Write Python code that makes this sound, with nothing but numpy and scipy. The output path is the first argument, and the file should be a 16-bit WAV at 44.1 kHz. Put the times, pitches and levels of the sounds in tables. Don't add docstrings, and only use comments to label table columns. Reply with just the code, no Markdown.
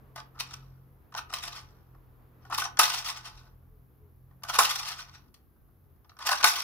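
import sys
import numpy as np
from scipy import signal
from scipy.fft import rfft, irfft, next_fast_len
from scipy.io import wavfile

SR = 44100
rng = np.random.default_rng(int(sys.argv[2]) if len(sys.argv) > 2 else 0)


def elevation(decibels):
    levels = np.asarray(decibels, float)
    return 10 ** (levels / 20)


def transcribe(signal):
    frames = np.atleast_2d(signal).T
    limited = np.clip(frames, -1, 1)
    pcm = np.round(limited * 32767).astype(np.int16)
    wavfile.write(sys.argv[1], SR, pcm)


N = 292383


def toy():
    beat = elevation(2.0 * drift(250))
    slow = beat * np.array([contacts(6000, 0.9) for k in range(3)])
    quick = beat * np.array([contacts(11000, 0.31) for k in range(3)])
    left, right = shell_thump(slow) + parts_clack(quick) + edges_tick(quick)
    port_lag = 4.0
    right = np.interp(np.arange(N) - port_lag, np.arange(N), right)
    return np.array([left, right])


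# frequency in Hz, width in Hz, level in dB.
SHELL = [(302, 540, -23), (500, 210, -20), (702, 67, -8.5), (816, 42, -6), (859, 50, -3), (1002, 170, -3.5),
         (1153, 130, 0.5), (1267.5, 110, -0.5), (1497, 50, -1.5), (1724, 94, -10), (1820, 150, -10.5)]


def shell_thump(contact):
    chatter, blows = effort(column=1, lead_ms=1.5, blow_db=19.5)
    shell = body(chatter * at_ports(contact, 0.97) + blows, SHELL, uneven_db=3.0)
    too_small_for_bass = signal.butter(2, 250, "high", fs=SR, output="sos")
    return lean(signal.sosfilt(too_small_for_bass, shell), left_db=1.5)


# frequency in Hz, width in Hz, level in dB.
PARTS = [(1980, 260, -4), (2392, 240, 3.5), (2584, 750, 1.5), (3320, 490, 2.5), (3695, 510, 2.5),
         (4292, 720, 2), (5200, 910, 2), (5725, 200, 7), (6360, 1000, -10.5), (6900, 600, -21)]


def parts_clack(contact):
    chatter, blows = effort(column=2, lead_ms=0.27, blow_db=8.0)
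    parts = body(chatter * at_ports(contact, 0.45) + blows, PARTS, uneven_db=2.0)
    return elevation(3.0) * lean(parts, left_db=1.2)


# frequency in Hz, width in Hz, level in dB.
EDGES = [(7040, 740, -6), (9925, 1100, 3), (10500, 3700, 0), (12300, 1400, -2.5), (15400, 3400, -6)]


def edges_tick(contact):
    chatter, blows = effort(column=3, lead_ms=0.74, blow_db=19.5)
    edges = body(chatter * at_ports(contact, 0.35) + blows, EDGES, uneven_db=2.0)
    return elevation(2) * lean(edges, left_db=2)


# start in seconds, hollow thump in dB, clack in dB,
# bright tick in dB, time to die 20 dB in ms.
KNOCKS = [(0.161, -34, -40, -43.5, 12.5), (1.124, -43.5, -56.5, -76, 12), (1.142, -38, -39, -59, 3),
          (1.15, -25, -37, -49, 5), (1.191, -34, -31, -61, 2), (1.338, -36, -28.5, -34.5, 23),
          (2.452, -45.5, -58.5, -66, 20.5), (2.501, -36, -60.5, -48, 11), (2.772, -30, -35, -49, 11),
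          (2.792, -14, -14.5, -15, 39.5), (4.436, -38, -32, -33, 7), (4.588, -12, -15.5, -15.5, 45),
          (6.19, -39.5, -43, -49, 14.5), (6.429, -27, -22, -65, 12.5), (6.435, -13.5, -21, -70, 13),
          (6.443, -6, -8.5, -9, 13.5)]
# start in seconds, thump in dB, clack in dB, tick in dB.
TOUCHES = [(1.949, -55, -73, -88), (4.312, -57, -76.5, -89), (4.422, -54, -64, -88),
           (5.343, -65, -52, -54.5), (5.363, -68.5, -65.5, -75), (5.563, -66.5, -87, -92.5),
           (5.687, -65, -85, -89), (5.841, -69, -83.5, -91), (5.962, -71, -83.5, -87.5),
           (6.046, -55, -63.5, -91.5), (6.095, -50, -49.5, -69.5), (6.117, -53.5, -75.5, -91),
           (6.168, -47.5, -57.5, -91)]


def lever():
    swell_ms, touch_die_ms = 2.1, 13
    knocks = [(s, thump, clack, tick, swell_ms, die) for s, thump, clack, tick, die in KNOCKS]
    return knocks + [(*row, swell_ms, touch_die_ms) for row in TOUCHES]


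# peak in seconds, thump in dB, clack
# in dB, time to die 20 dB in ms.
TEETH = [
    (0.181, -39, -44.5, 26),
    (0.203, -43.5, -41.5, 9),
    (0.36, -54, -68, 21.5),
    (0.381, -47, -62, 17.5),
    (0.407, -35, -28.5, 18),
    (1.181, -33.5, -32, 21.5),
    (1.303, -44.5, -50, 13),
    (1.316, -51, -49, 8),
    (1.329, -30, -37.5, 8),
         (2.43, -60, -69, 25), (2.475, -72, -66, 39), (2.513, -32, -44, 11),
              (2.529, -26.5, -37.5, 14.5), (2.548, -36, -30, 15), (2.585, -23, -22.5, 10.5),
              (2.603, -38, -27, 28), (2.621, -20.5, -27.5, 8.5), (2.643, -54, -32, 13),
              (2.654, -30.5, -33, 22.5), (4.45, -37.5, -47.5, 10), (4.469, -51, -58, 24),
              (4.499, -29.5, -29.5, 22.5), (4.532, -34, -38, 4), (4.542, -40, -29.5, 7),
              (4.558, -29, -27, 34.5), (6.21, -37, -45, 14.5), (6.226, -40, -40.5, 25),
              (6.261, -31, -38.5, 22), (6.273, -29.5, -25, 21), (6.292, -23.5, -24, 11),
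              (6.318, -22.5, -25.5, 21), (6.33, -21, -27, 21), (6.358, -49, -33.5, 21),
              (6.384, -47, -36, 36), (6.411, -27.5, -32.5, 12.5)]


def ratchet():
    return [(s, thump, clack, 5.6 + 1.432 * clack, die, die)
            for s, thump, clack, die in TEETH]


# peak in seconds, clack in dB,
# time to die 20 dB in ms.
RUBS = [(0.475, -62, 20), (0.514, -45.5, 19), (0.54, -37, 9.5), (0.618, -77, 22), (1.363, -39.5, 25),
        (1.389, -37.5, 16), (1.438, -32.5, 19), (1.454, -38.5, 18), (1.481, -34.5, 19),
        (1.53, -38.5, 12), (1.567, -41, 56),
        (2.838, -20.5, 33), (2.856, -24.5, 27), (2.903, -30, 30), (2.945, -28.5, 38),
             (2.988, -30.5, 33), (3.05, -33.5, 9), (3.065, -31.5, 22), (3.09, -31, 46), (3.172, -39, 26),
             (3.256, -41.5, 24), (3.274, -42.5, 42), (3.38, -55, 60), (3.454, -70, 89.5),
             (4.635, -22.5, 29), (4.653, -23.5, 22), (4.708, -27, 41), (4.759, -28, 14), (4.798, -32, 35),
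             (4.833, -31, 10), (4.856, -36, 15), (4.884, -32, 45), (4.92, -35, 35), (4.999, -37.5, 46),
             (5.09, -55.5, 31), (5.152, -51, 41), (6.465, -21.5, 29), (6.483, -19.5, 38), (6.534, -30, 2),
             (6.562, -28, 25), (6.596, -30, 24)]
# first cog click in seconds, clack in dB, loss in dB per second,
# gap between clicks in ms.
SPINS = [
    (0.435, -47.5, 93, 19),
    (1.368, -41.5, 79, 20),
    (2.8805, -30, 65.5, 20.5),
    (4.674, -32.5, 68.5, 21.0),
    (6.496, -28.5, 60, 21),
]


def reels():
    rubs = [(s, clack, die, die) for s, clack, die in RUBS]
    cogs, swell_ms, die_ms = 30, 9, 24
    for s, clack, loss, gap in SPINS:
        for t in np.arange(cogs) * gap / 1000:
            if s + t < N / SR:
                rubs.append((s + t, clack - loss * t, swell_ms, die_ms))
    return [(s, -14 + 0.75 * clack, clack, 1.8 + 1.312 * clack, swell, die)
            for s, clack, swell, die in rubs]


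def effort(column, lead_ms, blow_db):
    power, blows = np.zeros(N), np.zeros(N)
    for burst in lever() + ratchet() + reels():
        level_db, swell_ms, die_ms = burst[column], burst[4], burst[5]
        at = round((burst[0] - lead_ms / 1000) * SR)
        swell, die = max(swell_ms, 1) / 1000, max(die_ms, 2) / 1000
        i = np.arange(max(at - int(swell * SR), 0), min(at + int(3 * die * SR), N))
        t = (i - at) / SR
        power[i] += elevation(2 * (level_db - 20 * np.maximum(-t / swell, t / die)))
        blows[at] += elevation(level_db + blow_db - 2.4 * swell_ms)
    return np.sqrt(power), blows


def contacts(per_s, spread_db):
    sizes = elevation(spread_db * np.minimum(rng.exponential(1, N), 4)) * rng.choice([-1, 1], N)
    return rms_one(sizes * (rng.random(N) < per_s / SR))


def body(force, modes, uneven_db):
    out, energy = 0, 0
    for k, (hz, width_hz, level_db) in enumerate(modes):
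        r = np.exp(-np.pi * width_hz / SR)
        share = elevation(level_db + uneven_db * drift(60)) * (-1) ** k
        poles = [2, -4 * r * np.cos(2 * np.pi * hz / SR), 2 * r * r]
        out = out + signal.lfilter([1 - r * r, 0, r * r - 1], poles, force * share + 1e-18)
        energy += elevation(level_db) ** 2 * (1 - r * r) / 2
    return out / np.sqrt(energy)


def at_ports(contact, alike):
    return np.sqrt(alike) * contact[0] + np.sqrt(1 - alike) * contact[1:]


def lean(x, left_db):
    return x * elevation([[left_db / 2], [-left_db / 2]])


def rms_one(x):
    return x / np.sqrt(np.mean(x ** 2) + 1e-20)


def drift(rate):
    step = 40
    r = np.exp(-2 * np.pi * step * rate / SR)
    slow = signal.lfilter([1], [1, -2 * r, r * r], rng.standard_normal(N // step + 2002))[2000:]
    return np.interp(np.arange(N) / step, np.arange(len(slow)), rms_one(slow))


def room(x):
    t60_s, wall_cut_hz = 0.31, 6400
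    size = next_fast_len(N + SR)
    w = 2 * np.pi * np.arange(size // 2 + 1) / size
    dull = np.exp(-2 * np.pi * wall_cut_hz / SR)
    wall = (1 - dull) / (1 - dull * np.exp(-1j * w))
    out = np.zeros((2, len(w)), complex)
    lags = (rng.uniform(0.009, 0.036, 16) * SR).astype(int)
    for k, lag in enumerate(lags):
        loop = elevation(-60 * lag / SR / t60_s) * wall * np.exp(-1j * w * lag)
        out[k % 2] += loop / (1 - loop) * (-1) ** (k // 2)
    return irfft(out * rfft(x, size), size)[:, :N] / np.sqrt(8)


# time in seconds, third order in Hz, third order in dB,
# load heard as exhaust rush in dB.
ENGINE = [(0.0, 130.7, -62.5, -62), (0.77, 131.5, -54.5, -67), (1.02, 132.4, -68.5, -68),
          (1.2, 129, -64.5, -65), (1.5, 127.5, -61, -64), (1.98, 127.3, -60.5, -64.5),
          (2.18, 123.1, -65, -65.5), (2.47, 122.9, -58.5, -63), (3.06, 123.4, -62.5, -65),
          (4.2, 128.8, -61.5, -73.5), (5.21, 133.8, -65, -69.5), (5.48, 136.4, -84, -75),
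          (5.91, 136.7, -65.5, -72), (6.2, 139.1, -89.5, -74), (6.63, 137.8, -79, -77)]
# engine order, level in dB re third order, waver in dB.
ORDERS = [(1, -4.5, 5.5), (2, -6.5, 5), (3, 1.5, 2), (4, -13, 2.5)]
# frequency in Hz, level in dB per Hz.
RUSH = [(120, -30), (200, -5.5), (470, -7.5), (560, -13), (1130, -12.5), (2400, -27), (5000, -38.5),
        (9000, -48.5)]


def engine():
    s, *columns = np.transpose(ENGINE)
    third_hz, third_db, rush_db = [np.interp(np.arange(N) / SR, s, c) for c in columns]
    turns = np.cumsum(third_hz / 3) / SR
    drone = np.zeros(N)
    for order, level_db, waver_db in ORDERS:
        level = np.sqrt(2) * elevation(third_db + level_db + waver_db * drift(6.2))
        drone += level * np.sin(2 * np.pi * order * turns + 0.3 * drift(3))
    return drone + elevation(rush_db + 1.1 * drift(4.6)) * stereo_noise(RUSH)


# start in seconds, length in seconds, pitch in Hz, level in dB.
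HOOTS = [
    (3.7, 0.087, 436, -64.5),
    (3.989, 0.11, 425, -61.5),
    (5.45, 0.3, 1567, -84.5),
    (5.824, 0.14, 410, -73),
]


def hoots():
    out = np.zeros(N)
    for s, length, hz, level_db in HOOTS:
        u = np.arange(int(length * SR)) / (length * SR)
        tone = np.sin(2 * np.pi * np.cumsum(hz * (1.03 - 0.081 * u)) / SR)
        start = int(s * SR)
        out[start:start + len(u)] += elevation(level_db) * np.sin(np.pi * u) * tone
    return out


# frequency in Hz, level in dB per Hz.
HUSH = [(31, -47.5), (42, -4.5), (80, -1.5), (150, -15.5), (330, -20.5), (600, -35), (1500, -41.5),
        (2500, -47.5), (6000, -50.5), (8600, -59), (10200, -41.5), (12000, -34), (15800, -37)]


def room_hush():
    hush = elevation(-61) * stereo_noise(HUSH) * elevation([[0.6], [-0.6]])
    rumble = signal.sosfilt(signal.butter(2, [180, 600], "band", fs=SR, output="sos"), hush)
    return hush + (elevation(2.3 * drift(4.6)) - 1) * rumble


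# frequency in Hz, left-right likeness from 0 to 1.
LIKENESS = [(60, 0.66), (180, 0.61), (550, 0.65), (1650, 0.019), (4970, 0.47), (15000, 0.28)]


def stereo_noise(spectrum):
    hz = np.maximum(np.arange(N // 2 + 1) * SR / N, 1)
    alike = np.clip(at_hz(LIKENESS, hz), -0.9, 1)
    mid, side = rfft(rng.standard_normal((2, N)))
    both = np.sqrt(1 + alike) * mid + np.sqrt(1 - alike) * side * [[1], [-1]]
    return rms_one(irfft(both * elevation(at_hz(spectrum, hz)), N))


def at_hz(points, hz):
    points_hz, values = np.transpose(points)
    return np.interp(np.log(hz), np.log(points_hz), values)


def scene():
    near = toy()
    to_walls = signal.lfilter([1.3, -0.55], [1], near.mean(axis=0))
    return near + elevation(-2) * room(to_walls) + engine() + hoots() + room_hush()


def band_limit(x):
    return signal.sosfilt(signal.butter(12, 16650, fs=SR, output="sos"), x)


def record(dry):
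    top_cut = signal.cheby2(12, 60, 16000 * 1.03, fs=SR, output="sos")
    mix = np.clip(signal.sosfilt(top_cut, dry), -1, 1)
    return band_limit(mix)


dry = scene()
out = record(dry)
transcribe(out)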